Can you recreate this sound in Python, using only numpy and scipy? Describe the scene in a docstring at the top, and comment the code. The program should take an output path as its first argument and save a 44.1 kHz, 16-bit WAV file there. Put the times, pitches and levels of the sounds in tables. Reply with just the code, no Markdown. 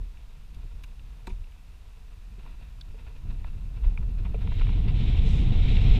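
"""A dirt trail, heard from a helmet camera: a mountain bike rolls over the crest and speeds down into a wood.
Eddies buffet the microphone and air hisses round the helmet, both louder with speed. The tyres crunch
over grit, stones and cables knock on the frame, bumps thud through the fork, and leaves swish past
at the edge of the trees."""
import sys
import numpy as np
from scipy import signal
from scipy.fft import rfft, irfft
from scipy.io import wavfile
from scipy.ndimage import uniform_filter1d

SR = 44100
rng = np.random.default_rng(int(sys.argv[2]) if len(sys.argv) > 2 else 0)


def wav_out(sig):
    """Save sig, one row per channel (or a flat mono array), as 16-bit PCM at SR to the path in sys.argv[1]."""
    wavfile.write(sys.argv[1], SR, np.round(np.clip(np.atleast_2d(sig).T, -1, 1) * 32767).astype(np.int16))


N = 264159
TIME = np.arange(N) / SR


def wind():
    """Large eddies thump the microphone, small ones flutter on top; both grow with speed, in gusts, and in the
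    jolt as the bike lands."""
    # Spectra of large and small eddies. Each row: frequency in Hz, relative level in dB.
    large_spectrum = [(12, -1), (22, 2), (36, 6), (55, -1), (75, -11), (110, -26), (220, -40.5)]
    small_spectrum = [(45, -31.5), (80, 3), (110, -3.5), (165, -10.5), (210, -17), (300, -25.5),
                      (450, -38.5), (700, -43), (1500, -56), (3000, -78)]
    # Gusts, and the buffet as the bike lands. Each row: centre in seconds, length in seconds, large-eddy boost
    # in dB, small-eddy boost in dB.
    surges = [(0.02, 0.12, 12, 11), (0.58, 0.091, 3, 10.5), (0.66, 0.065, 6, 9.5), (0.75, 0.046, 10.5, 6),
              (1.2, 0.21, -0.5, 5), (1.32, 0.07, 11.5, 12), (1.41, 0.11, 7.5, 7), (2.91, 0.062, 4, 2.5),
              (3.3, 0.027, 6.5, 1), (3.87, 0.087, 13, -10), (4.63, 0.054, 6, -0.5), (4.71, 0.035, -0.5, 5.5),
              (5.92, 0.039, 10, -8)]
    large_db = by_speed(cruise_db=-29.5, doubling_db=13) + swells(surges, column=2) + walk(rate_hz=20)
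    small_db = by_speed(cruise_db=-40, doubling_db=20) + swells(surges, column=3) + 1.56 * walk(rate_hz=50)
    large = turbulence(large_spectrum, span_s=0.036) * undb(large_db)
    small = turbulence(small_spectrum, span_s=0.098) * undb(small_db)
    return large + small


def turbulence(spectrum, span_s):
    """Pressure of a stream of eddies, its strength evened out over span_s."""
    pressure = colour(rng.standard_normal(N), spectrum)
    return pressure / np.sqrt(smooth(pressure ** 2, int(span_s * SR)))


def knocks(size=6000):
    """Loose parts chatter around each blow; a heavier part rings lower, a harder contact higher."""
    # Each row: time in seconds, level in dB, low cut in Hz, high cut in Hz, chatter decay in ms, part.
    blows = [(0.171, -65.5, 2300, 3000, 1.05, "cable"), (0.546, -64.5, 2600, 13000, 7.4, "cable"),
             (0.837, -52.5, 900, 15000, 8, "cable"), (0.994, -63, 2300, 3000, 1.4, "cable"),
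             (1.271, -40.5, 168, 14500, 8.5, "casing"), (1.296, -49.5, 130, 1100, 18, "casing"),
             (1.297, -58, 1500, 10000, 29, "cable"), (1.304, -58, 1200, 4500, 7.2, "lever"),
             (1.441, -64.5, 1010, 4200, 2.4, "cable"), (1.519, -65, 2400, 2900, 3.7, "cable"),
             (2.305, -58, 170, 350, 5.9, "casing"), (2.378, -53, 150, 560, 4.1, "casing"),
             (2.461, -57.5, 755, 2220, 1.9, "frame"), (2.811, -51, 1200, 13000, 4.5, "stone"),
             (2.943, -55.5, 380, 900, 4, "tube"), (2.997, -70, 700, 4200, 18, "frame"),
             (3.068, -65, 1500, 4200, 14, "frame"), (3.082, -61, 380, 497, 16, "tube"),
             (3.443, -51, 684, 2200, 1.9, "frame"), (3.838, -54, 650, 3630, 16, "frame"),
             (3.975, -45.5, 700, 4500, 1.2, "lever"), (4.026, -58.5, 600, 2000, 10, "frame"),
             (4.252, -48.5, 346, 3200, 19, "frame"), (4.344, -40, 298, 3200, 0.083, "tube"),
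             (4.473, -50, 750, 3000, 1.2, "frame"), (4.518, -50, 700, 2600, 2.5, "frame"),
             (4.61, -46.5, 380, 2300, 6, "frame"), (4.617, -46.5, 800, 3000, 1.4, "frame"),
             (4.667, -52, 800, 2400, 2.5, "frame"), (4.69, -50, 450, 2100, 1.1, "frame"),
             (4.729, -60, 700, 2000, 6, "frame"), (4.882, -45.5, 1200, 5000, 19, "frame"),
             (5.768, -42.5, 2820, 3700, 0.99, "frame")]
    out = np.zeros(N + size)
    lead = size // 8
    age_ms = (np.arange(size) - lead) * 1000 / SR
    for time_s, level_db, low_hz, high_hz, chatter_ms, part in blows:
        width_ms = chatter_ms * np.where(age_ms < 0, .3, 1)  # builds faster than it dies
        push = 0.11 * rng.standard_normal(size) * np.exp(-(age_ms / width_ms) ** 2)
        push[lead] += 1
        weight = signal.butter(3, low_hz, "high", fs=SR, output="sos")
        contact = signal.butter(4, high_hz, "low", fs=SR, output="sos")
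        blow = signal.sosfilt(weight, ring(signal.sosfilt(contact, push), part))
        blow *= np.sqrt(.02 * SR / np.sum(blow ** 2))  # energy of 20 ms at rms 1
        start = int(time_s * SR) - lead
        out[start:start + size] += undb(level_db) * blow
    return out[:N]


def ring(push, part):
    """A part's modes answer a push; each acts twice, leaving deep valleys between them."""
    # The tube is hollow and dull, the lever clinks, the cable ticks, the stone pings.
    # Each row, per part: frequency in Hz, width in Hz, gain in dB.
    modes = { "frame": [(330, 140, 1), (459, 65, 6), (660, 130, 3), (950, 190, 3), (1400, 330, -2),
             (1700, 300, -4), (1980, 260, -2), (2440, 260, -1), (2680, 260, -1), (3600, 700, -6),
             (4300, 1200, -15), (7700, 7000, -27)], "tube": [(445, 60, 0), (545, 170, -7), (655, 100, -13),
             (1290, 160, -27), (2430, 110, -19), (2650, 190, -22)], "lever": [(940, 240, -3),
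             (1300, 300, -8), (2350, 330, 0), (2910, 220, -16), (4200, 600, -28)],
             "cable": [(1060, 190, -2), (1650, 600, -8), (2320, 200, 0), (2720, 300, 0), (3550, 600, -6),
             (4900, 1000, -12), (6600, 1400, -13), (8600, 3000, -17), (14000, 3500, -22)],
             "stone": [(1550, 500, -14), (2400, 300, -11), (3520, 300, 0), (3950, 330, 0), (4380, 500, -5),
             (7500, 1500, -24), (9850, 2000, -28)], "casing": [(210, 50, 11), (375, 90, 6), (750, 100, -5),
             (935, 115, 4.5), (1260, 240, -6), (1755, 330, -11), (2410, 240, -6), (3850, 900, -14.5),
             (5450, 500, -22), (7700, 1800, -23), (12000, 6000, -33)]}
    return sum(undb(db) * resonate(resonate(push, hz, width_hz), hz, width_hz)
               for hz, width_hz, db in modes[part])


def thuds(pitch_hz=179.3, rise_s=0.0096):
    """Bumps come up through the fork as low thuds that swell and die within a few cycles."""
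    # Each row: start in seconds, peak level in dB.
    bumps = [(3.981, -39), (4.248, -34), (4.296, -39), (4.343, -38), (4.467, -33.5), (4.695, -28)]
    out = np.zeros(N)
    for start_s, peak_db in bumps:
        age_s = np.maximum(TIME - start_s, 0)
        envelope = age_s / rise_s * np.exp(1 - age_s / rise_s)
        out += undb(peak_db) * envelope * np.sin(2 * np.pi * pitch_hz * age_s)
    return out


def helmet_rush():
    """Air tears off the helmet's edges and hisses in its vents, with a slight flutter."""
    # Each row: frequency in Hz, relative level in dB.
    spectrum = [(400, -2.5), (740, -11.5), (1100, -16), (1700, -10.5), (2200, 0.5), (2600, 1), (3100, 0),
                (3600, 0.5), (3850, 0.5), (4250, -10), (4850, -18.5), (5400, -15.5), (6000, -25),
                (7400, -24), (8500, -33), (15000, -45.5)]
    # Each row: time in seconds, level in dB.
    levels = [(0, -72), (4.25, -73.5), (4.43, -62), (4.52, -52.5), (4.59, -50.5), (4.64, -52),
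              (4.73, -51.5), (4.8, -56), (4.935, -53.5), (4.97, -47), (5.1, -46), (5.2, -47.5), (5.48, -48),
              (5.65, -46), (5.69, -41.5), (5.82, -44), (5.99, -42.5)]
    return colour(rng.standard_normal(N), spectrum) * undb(curve(levels) + walk(rate_hz=110))


def tyres():
    """Knobs crush grit in dense grains over a soft scrub; loose pebbles set the frame ticking."""
    # Each row: frequency in Hz, relative level in dB.
    spectrum = [(150, 15), (330, 2), (450, -10), (560, -2.5), (760, -11), (1000, -7), (1250, -8),
                (1700, -5), (2200, -6.5), (2650, 2.5), (3100, -11.5), (3700, -4.5), (4500, -14),
                (8000, -38)]
    # Each row: centre in seconds, length in seconds, boost in dB.
    grit_patches = [(2.405, 0.052, 6), (2.49, 0.11, 7), (2.63, 0.092, 6), (2.88, 0.037, 7),
                    (3.0, 0.046, 11), (3.08, 0.082, 8.5), (3.17, 0.046, 6.5), (3.31, 0.046, 4.5),
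                    (3.40, 0.044, 5.5), (3.48, 0.069, 5), (3.77, 0.044, 6.5), (3.86, 0.059, 7.5),
                    (4.04, 0.031, -1), (4.19, 0.021, 7), (4.27, 0.082, 4), (4.42, 0.032, 14),
                    (4.6, 0.013, 17.5)]
    grit = grains(per_s=700, spread_db=-2) + undb(-1) * rng.standard_normal(N)
    pebbles = unit(ring(grains(per_s=110, spread_db=3), "frame"))
    level_db = by_speed(cruise_db=-62.5, doubling_db=4.5) + swells(grit_patches) + 1.7 * walk(rate_hz=70)
    return (colour(grit, spectrum) + undb(-10) * pebbles) * undb(level_db)


def leaves():
    """Foliage swishes by as a dense patter of leaf edges."""
    # Each row: frequency in Hz, relative level in dB.
    spectrum = [(2500, -10), (4800, 6), (7500, 1), (10000, -8), (14000, -26)]
    # Each row: time in seconds, level in dB.
    levels = [(5.2, -85), (5.27, -60.5), (5.33, -60), (5.43, -66), (5.55, -81)]
    patter = colour(grains(per_s=2400, spread_db=1), spectrum)
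    passing = (TIME > levels[0][0]) & (TIME < levels[-1][0])
    return patter * undb(curve(levels)) * passing


def hiss(level_db=-66.5):
    """A faint, even hiss."""
    # Each row: frequency in Hz, relative level in dB.
    spectrum = [(300, 0), (1000, 7.5), (2200, -0.5), (2650, 3), (3100, -2.5), (4500, -0.5), (7000, -4.5),
                (10000, -7), (15000, -10.5)]
    return colour(rng.standard_normal(N), spectrum) * undb(level_db)


def camera_case(x):
    """The case's resonances lend rushing sounds a hollow tone."""
    # Each row: frequency in Hz, width in Hz, gain in dB.
    modes = [(449.4, 53, 4.5), (736, 86, 3), (983, 190, -1), (1315, 100, -2)]
    return x + sum(undb(db) * resonate(x, hz, width_hz) for hz, width_hz, db in modes)


def by_speed(cruise_db, doubling_db, cruise_m_s=5):
    """Level in dB: cruise_db at cruising speed, plus doubling_db per doubling of speed."""
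    # Slow over the crest, then down the far side. Each row: time in seconds, speed in m/s.
    speeds = [(0, 2.69), (1.1, 2.89), (1.65, 2.37), (2.1, 2.53), (2.4, 3), (3.17, 3.1), (3.28, 4.66),
              (3.75, 4.32), (4.0, 5.97), (4.2, 5.23), (4.5, 6.28), (4.7, 7.4), (5.45, 8.38), (5.7, 8.7),
              (5.95, 9.3)]
    return cruise_db + doubling_db * np.log2(curve(speeds) / cruise_m_s)


def swells(events, column=2):
    """Boost in dB from passing events, each a bell curve in time."""
    return sum(row[column] * np.exp(-(2 * (TIME - row[0]) / row[1]) ** 2) for row in events)


def grains(per_s, spread_db):
    """Random clicks, rms 1; a few stand out if spread_db is positive, or sink if it is negative."""
    hit = rng.random(N) < per_s / SR
    size = undb(spread_db * np.minimum(rng.exponential(size=N), 4))
    return unit(hit * size * np.sign(rng.standard_normal(N)))


def walk(rate_hz):
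    """Smoothed random steps, rms 1."""
    hold = max(int(SR / rate_hz), 1)
    steps = np.repeat(rng.standard_normal(N // hold + 1), hold)
    return unit(smooth(steps, hold)[:N])


def colour(x, spectrum):
    """Shape x by (Hz, dB) points, falling 12 dB per octave past the ends; rms 1."""
    hz, db = np.transpose(spectrum)
    bins_hz = np.maximum(np.arange(N // 2 + 1) * SR / N, 1)
    gain = undb(np.interp(np.log(bins_hz), np.log(hz), db))
    skirts = np.minimum(bins_hz / hz[0], 1) ** 2 * np.minimum(hz[-1] / bins_hz, 1) ** 2
    return unit(irfft(rfft(x) * gain * skirts, N))


def resonate(x, hz, width_hz):
    """One resonance, gain 1 at its centre."""
    return signal.lfilter(*signal.iirpeak(hz, hz / width_hz, fs=SR), x)


def curve(points):
    """(Seconds, value) points joined by straight lines."""
    return np.interp(TIME, *np.transpose(points))


def smooth(x, samples):
    """Moving average, applied twice."""
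    return uniform_filter1d(uniform_filter1d(x, samples), samples)


def undb(db):
    """Decibels to gain."""
    return 10 ** (np.asarray(db) / 20)


def unit(x):
    """Scale to rms 1."""
    return x / np.sqrt(np.mean(x ** 2))


def scene():
    """All sources meet at one microphone; the case colours the air and tyre noise."""
    mix = hiss() + camera_case(wind() + helmet_rush() + tyres()) + leaves() + knocks() + thuds()
    return mix[None]


def record(dry, top_hz=15300, fade_s=.004):
    """The camera cuts the top; a short fade ends the sound without a click."""
    fade = np.minimum((TIME[-1] - TIME) / fade_s, 1)
    lowpass = signal.ellip(10, .2, 70, top_hz, fs=SR, output="sos")
    return signal.sosfilt(lowpass, dry * fade)


dry = scene()
out = record(dry)
wav_out(out)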